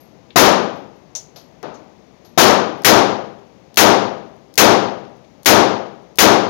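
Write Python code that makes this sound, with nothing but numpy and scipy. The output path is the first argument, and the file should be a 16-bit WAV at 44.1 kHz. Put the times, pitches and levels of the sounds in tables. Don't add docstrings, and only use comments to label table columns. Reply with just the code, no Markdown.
import sys
import numpy as np
from scipy import signal
from scipy.fft import rfft, irfft
from scipy.io import wavfile

SR = 44100
rng = np.random.default_rng(int(sys.argv[2]) if len(sys.argv) > 2 else 0)


def master(y):
    cut = np.clip(np.atleast_2d(y).T, -1, 1)
    pcm = np.round(cut * 32767)
    wavfile.write(sys.argv[1], SR, pcm.astype(np.int16))


N = 286209
SOUND_SIZE = 48000
AGE = np.arange(SOUND_SIZE) / SR


def from_db(db):
    return 10 ** (np.asarray(db) / 20)


def rms_one(x):
    return x / np.sqrt(np.mean(x ** 2) + 1e-20)


def at_hz(points, hz):
    log_pitches, values = zip(*[(np.log(pitch), value) for pitch, value in points])
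    return np.interp(np.log(hz + 1), log_pitches, values)


def fade(fade_s):
    return from_db(-60 * AGE / fade_s)


def add(out, start_s, sound):
    i = max(round(start_s * SR), 0)
    out[..., i:i + sound.shape[-1]] += sound[..., :max(out.shape[-1] - i, 0)]


def dull(x, hz):
    return signal.sosfilt(signal.butter(2, hz, fs=SR, output="sos"), x)


def between(x, low_hz, high_hz, order=2):
    return signal.sosfilt(signal.butter(order, [low_hz, high_hz], "band", fs=SR, output="sos"), x)


def noise(tone, size=SOUND_SIZE):
    gains = from_db(at_hz(tone, np.fft.rfftfreq(size, 1 / SR)))
    return rms_one(irfft(rfft(rng.standard_normal(size)) * gains, size))


def ring(notes):
    waves = sum(from_db(db) * fade(fade_s) * np.sin(2 * np.pi * (hz * AGE + rng.random()))
                for hz, db, fade_s in notes)
    return waves / np.sqrt(sum(from_db(db) ** 2 for _, db, _ in notes) / 2)


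# pitch_hz, level_db
DUCT_TONE = [(25, -37), (48, -23), (75, -11.5), (100, -8.5), (150, -3.5), (300, -6), (650, -8.5),
             (1000, -15.5), (1500, -24), (2100, -22), (2900, -26), (6500, -32), (9000, -36), (16000, -48)]

def ventilation(rush_db=-42.5, hum_hz=64, hum_db=-54):
    rush = from_db(rush_db) * noise(DUCT_TONE, size=N)
    hum = from_db(hum_db) * np.sin(2 * np.pi * hum_hz * np.arange(N) / SR)
    return rush + hum


# pitch_hz, level_db, fade_s
CASE_NOTES = [(11500, -0.5, 0.3), (11670, -6, .28), (11720, -9, .27), (11400, -6.5, .12), (11880, -9, .12)]

def case_ring(spin_hz=35, spin_depth=0.43):
    throb = 1 - spin_depth * np.cos(2 * np.pi * spin_hz * rng.uniform(.6, 1.4) * AGE)
    return throb * ring(CASE_NOTES)


# pitch_hz, level_db
CLINK_TONE = [(500, -37.5), (3000, -20), (5200, -12.5), (5900, -0.5), (6600, -2), (8000, -8.5),
              (12000, -24), (16000, -32.5)]
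# pitch_hz, level_db
CLATTER_TONE = [(100, -12), (600, 14.5), (2000, -4), (4500, 7), (6500, 0), (9000, -11), (16000, -16.5)]
# start_s, clink_db, clatter_db, ring_db
LANDINGS = [(.004, -62, -53, -42), (1.1516, -20, -35, -60), (1.360, -58, -33.5, -39.5),
            (1.742, -47.5, -46, -75), (2.2484, -62, -44, -45)]

def landing_cases(hit_fade_s=0.12, room_db=-6, room_fade_s=0.29, clatter_fade_s=.3):
    out = np.zeros(N)
    for start_s, clink_db, clatter_db, ring_db in LANDINGS:
        dying_away = fade(hit_fade_s) + from_db(room_db) * fade(room_fade_s)
        clink = from_db(clink_db) * noise(CLINK_TONE) * dying_away
        clatter = from_db(clatter_db) * noise(CLATTER_TONE) * fade(clatter_fade_s)
        add(out, start_s, clink + clatter + from_db(ring_db) * case_ring())
    return out


# pitch_hz, level_db
STEEL_TONE = [(100, -23.5), (1000, -12.5), (2500, -1.5), (4000, 0), (6500, -6.5), (9000, 2.5), (13000, -4),
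              (16000, -5.5)]
# start_s, level_db, highest_hz
GUN_KNOCKS = [(.305, -31, 4100), (5.05, -41.5, 6500), (5.246, -46, 7000)]

def handling(low_hz=1700, hit_fade_s=0.017, room_db=-10, room_fade_s=.14):
    out = np.zeros(N)
    dying_away = fade(hit_fade_s) + from_db(room_db) * fade(room_fade_s)
    for start_s, db, high_hz in GUN_KNOCKS:
        steel = rms_one(between(noise(STEEL_TONE), low_hz, high_hz, order=4))
        add(out, start_s, from_db(db) * steel * dying_away)
    return out


# pitch_hz, level_db
HALL_TONE = [(25, -44.5), (55, -24.5), (90, -19.5), (130, -11), (210, -3.5), (400, 0.5), (800, 2),
             (1200, -1), (2000, -10.5), (4000, -12), (6500, -14.5), (9000, -10), (16000, -22.5)]
# pitch_hz, fade_s
HALL_FADES = [(50, 1), (160, 0.73), (420, 0.74), (1100, 0.61), (3000, 0.59), (6000, 0.46), (9000, 0.29),
              (15000, 0.21)]

def reverberation(bass_db, treble_db, bands=10):
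    hz = np.fft.rfftfreq(SOUND_SIZE, 1 / SR)
    tilt = from_db(at_hz([(300, bass_db), (700, 0.0025), (12000, treble_db)], hz))
    spectrum = rfft(noise(HALL_TONE)) * tilt
    centres_hz = np.geomspace(130, 15000, bands)
    out = np.zeros(SOUND_SIZE)
    for centre_hz, share in zip(centres_hz, np.eye(bands)):
        band = irfft(spectrum * at_hz(zip(centres_hz, share), hz))
        out += band * fade(at_hz(HALL_FADES, centre_hz))
    return out


# delay_s, level_db, highest_hz
WALL_ECHOES = [(.095, -8.5, 14440), (.145, -10.5, 1497), (0.227, -8, 151)]

def hall_answer(notes, notes_db, build_s, bass_db, treble_db, echo_db):
    swell = 1 - np.exp(-AGE / build_s)
    wash = swell * np.array([reverberation(bass_db, treble_db) for _ in range(2)])
    ringing = ring([(hz, db, at_hz(HALL_FADES, hz)) for hz, db in notes])
    out = wash + swell * from_db(notes_db) * ringing
    for delay_s, db, high_hz in WALL_ECHOES:
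        add(out, delay_s, from_db(db + echo_db) * dull(wash, high_hz))
    return out


def muzzle_wave(push_s):
    return dull((1 - AGE / push_s) * np.exp(-AGE / push_s), hz=1600)


# pitch_hz, level_db
BOOTH_TONE = [(30, -19.5), (130, -16.5), (300, 4), (800, -2.5), (2000, 6), (4500, -1.5), (6500, -1),
              (10000, 2.5), (16000, -8.5)]

def gunfire(shots, hall, hall_db, wave_db, push_s, rise_s, burst_fade_s, variation_db):
    out = np.zeros((2, N))
    swell = 1 - np.exp(-AGE / rise_s)
    for *_, shot_s, blast_db in shots:
        burst = np.array([noise(BOOTH_TONE), noise(BOOTH_TONE)]) * swell * fade(burst_fade_s)
        blast = burst + from_db(wave_db) * muzzle_wave(push_s)
        tail = hall + from_db(variation_db) * reverberation(bass_db=3.5, treble_db=-7.5)
        add(out, shot_s, from_db(blast_db) * blast + from_db(hall_db) * tail)
    return out


# pitch_hz, level_db
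OTHER_LANE_NOTES = [(120, -11), (204, -4), (268, -5), (312, -5), (490, 0), (612, -2), (655, -1), (808, -1),
                    (862, -4), (1172, -5), (1272, -4)]
# start_s, blast_db
PISTOL_SHOTS = [(0.3588, 14.5), (2.3762, 13.5)]

def pistol():
    hall = hall_answer(OTHER_LANE_NOTES, notes_db=-12.5, build_s=0.0037,
                       bass_db=-1, treble_db=-1.5, echo_db=-5)
    hall = between(hall, low_hz=94.5, high_hz=15000)
    return gunfire(PISTOL_SHOTS, hall, hall_db=10, wave_db=2, push_s=0.00063,
                   rise_s=0.021, burst_fade_s=0.22, variation_db=-9.5)


def hopping_cases(flight_s=.4, ring_db=-55, hop_s=.24, hop_loss_db=7, touches=3):
    out = np.zeros(N)
    for shot_s, _ in PISTOL_SHOTS:
        touch_s = shot_s + flight_s
        for hop in range(touches):
            add(out, touch_s, from_db(ring_db - hop_loss_db * hop) * case_ring())
            touch_s += hop_s * rng.uniform(.8, 1.2)
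    return out


# start_s, blast_db
FAR_SHOT = [(1.6293, -19)]

def far_gun():
    hall = hall_answer(OTHER_LANE_NOTES, notes_db=-14, build_s=0.0015,
                       bass_db=5, treble_db=-10.5, echo_db=-16)
    hall = between(hall, low_hz=70, high_hz=4500)
    return gunfire(FAR_SHOT, hall, hall_db=-20.5, wave_db=-2, push_s=0.00066,
                   rise_s=.0001, burst_fade_s=0.0043, variation_db=-40.5)


# lock_s, shot_s, blast_db
TRIGGER_PULLS = [(2.8204, 2.8466, 22.5), (3.7432, 3.7716, 23), (4.54, 4.5768, 21.5), (5.432, 5.4584, 24),
                 (6.1574, 6.1857, 23.5)]

def revolver_clicks(click_fade_s=0.0056, room_db=-14, room_fade_s=0.091, tick_gap_s=0.16):
    out = np.zeros(N)
    dying_away = fade(click_fade_s) + from_db(room_db) * fade(room_fade_s)
    for lock_s, shot_s, _ in TRIGGER_PULLS:
        reset_s = shot_s + .26
        ticks_s = reset_s + np.cumsum(tick_gap_s * rng.uniform(.8, 1.2, 2))
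        clicks = [(lock_s, -25.5),
                  (lock_s + .016, -21),
                  (reset_s, -40)]
        clicks += [(tick_s, -47) for tick_s in ticks_s]
        for start_s, db in clicks:
            steel = between(noise(STEEL_TONE), low_hz=4200, high_hz=15000)
            add(out, start_s, from_db(db) * steel * dying_away)
    return out


# pitch_hz, level_db
REVOLVER_LANE_NOTES = [(115, -12), (139, -10), (206, 0), (331, -2), (405, -5), (490, -5), (530, -4),
                       (662, 0), (805, -6), (845, -5), (932, -3), (965, -4), (1158, -4), (1379, -7),
                       (1575, -9)]

def revolver():
    hall = hall_answer(REVOLVER_LANE_NOTES, notes_db=-10, build_s=0.011,
                       bass_db=-0.5, treble_db=-1, echo_db=-6.5)
    return gunfire(TRIGGER_PULLS, hall, hall_db=10, wave_db=-30.5, push_s=0.00028,
                   rise_s=0.0013, burst_fade_s=0.14, variation_db=-13)


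def scene():
    return (ventilation() + landing_cases() + handling() + pistol() + hopping_cases()
            + far_gun() + revolver_clicks() + revolver())


def overload(x):
    return x / (1 + x ** 8) ** (1 / 8)


def colour(x, tone, size=4096):
    gains = from_db(at_hz(tone, np.fft.rfftfreq(size, 1 / SR)))
    cepstrum = irfft(np.log(gains))
    cepstrum[1:size // 2] *= 2
    cepstrum[size // 2 + 1:] = 0
    click_response = irfft(np.exp(rfft(cepstrum)))
    return signal.oaconvolve(x, click_response)[:len(x)]


# pitch_hz, level_db
LEFT_TONE = [(30, -1.5), (58, -3.5), (105, -1), (3000, -3.5), (6700, -0.5), (7500, -14.5), (9500, -14),
             (12000, -6), (16000, -6.5)]
# pitch_hz, level_db
RIGHT_TONE = [(40, -41.5), (130, -43.5), (380, -56.5), (620, -48), (1300, -42.5), (2200, -40),
              (4600, -38.5), (5400, -45.5), (7500, -71.5), (12000, -59)]

def record(dry, right_limit=9.0, hiss_db=-92, low_cut_hz=65, high_cut_hz=15900):
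    left = colour(overload(dry[0]), LEFT_TONE)
    left = signal.sosfilt(signal.butter(2, low_cut_hz, "high", fs=SR, output="sos"), left)
    left = np.clip(left, -.97, .97)
    right = colour(right_limit * np.tanh(dry[1] / right_limit), RIGHT_TONE)
    right += from_db(hiss_db) * rng.standard_normal(N)
    treble_cut = signal.ellip(10, .1, 70, high_cut_hz, fs=SR, output="sos")
    return signal.sosfilt(treble_cut, [left, right])


dry = scene()
out = record(dry)
master(out)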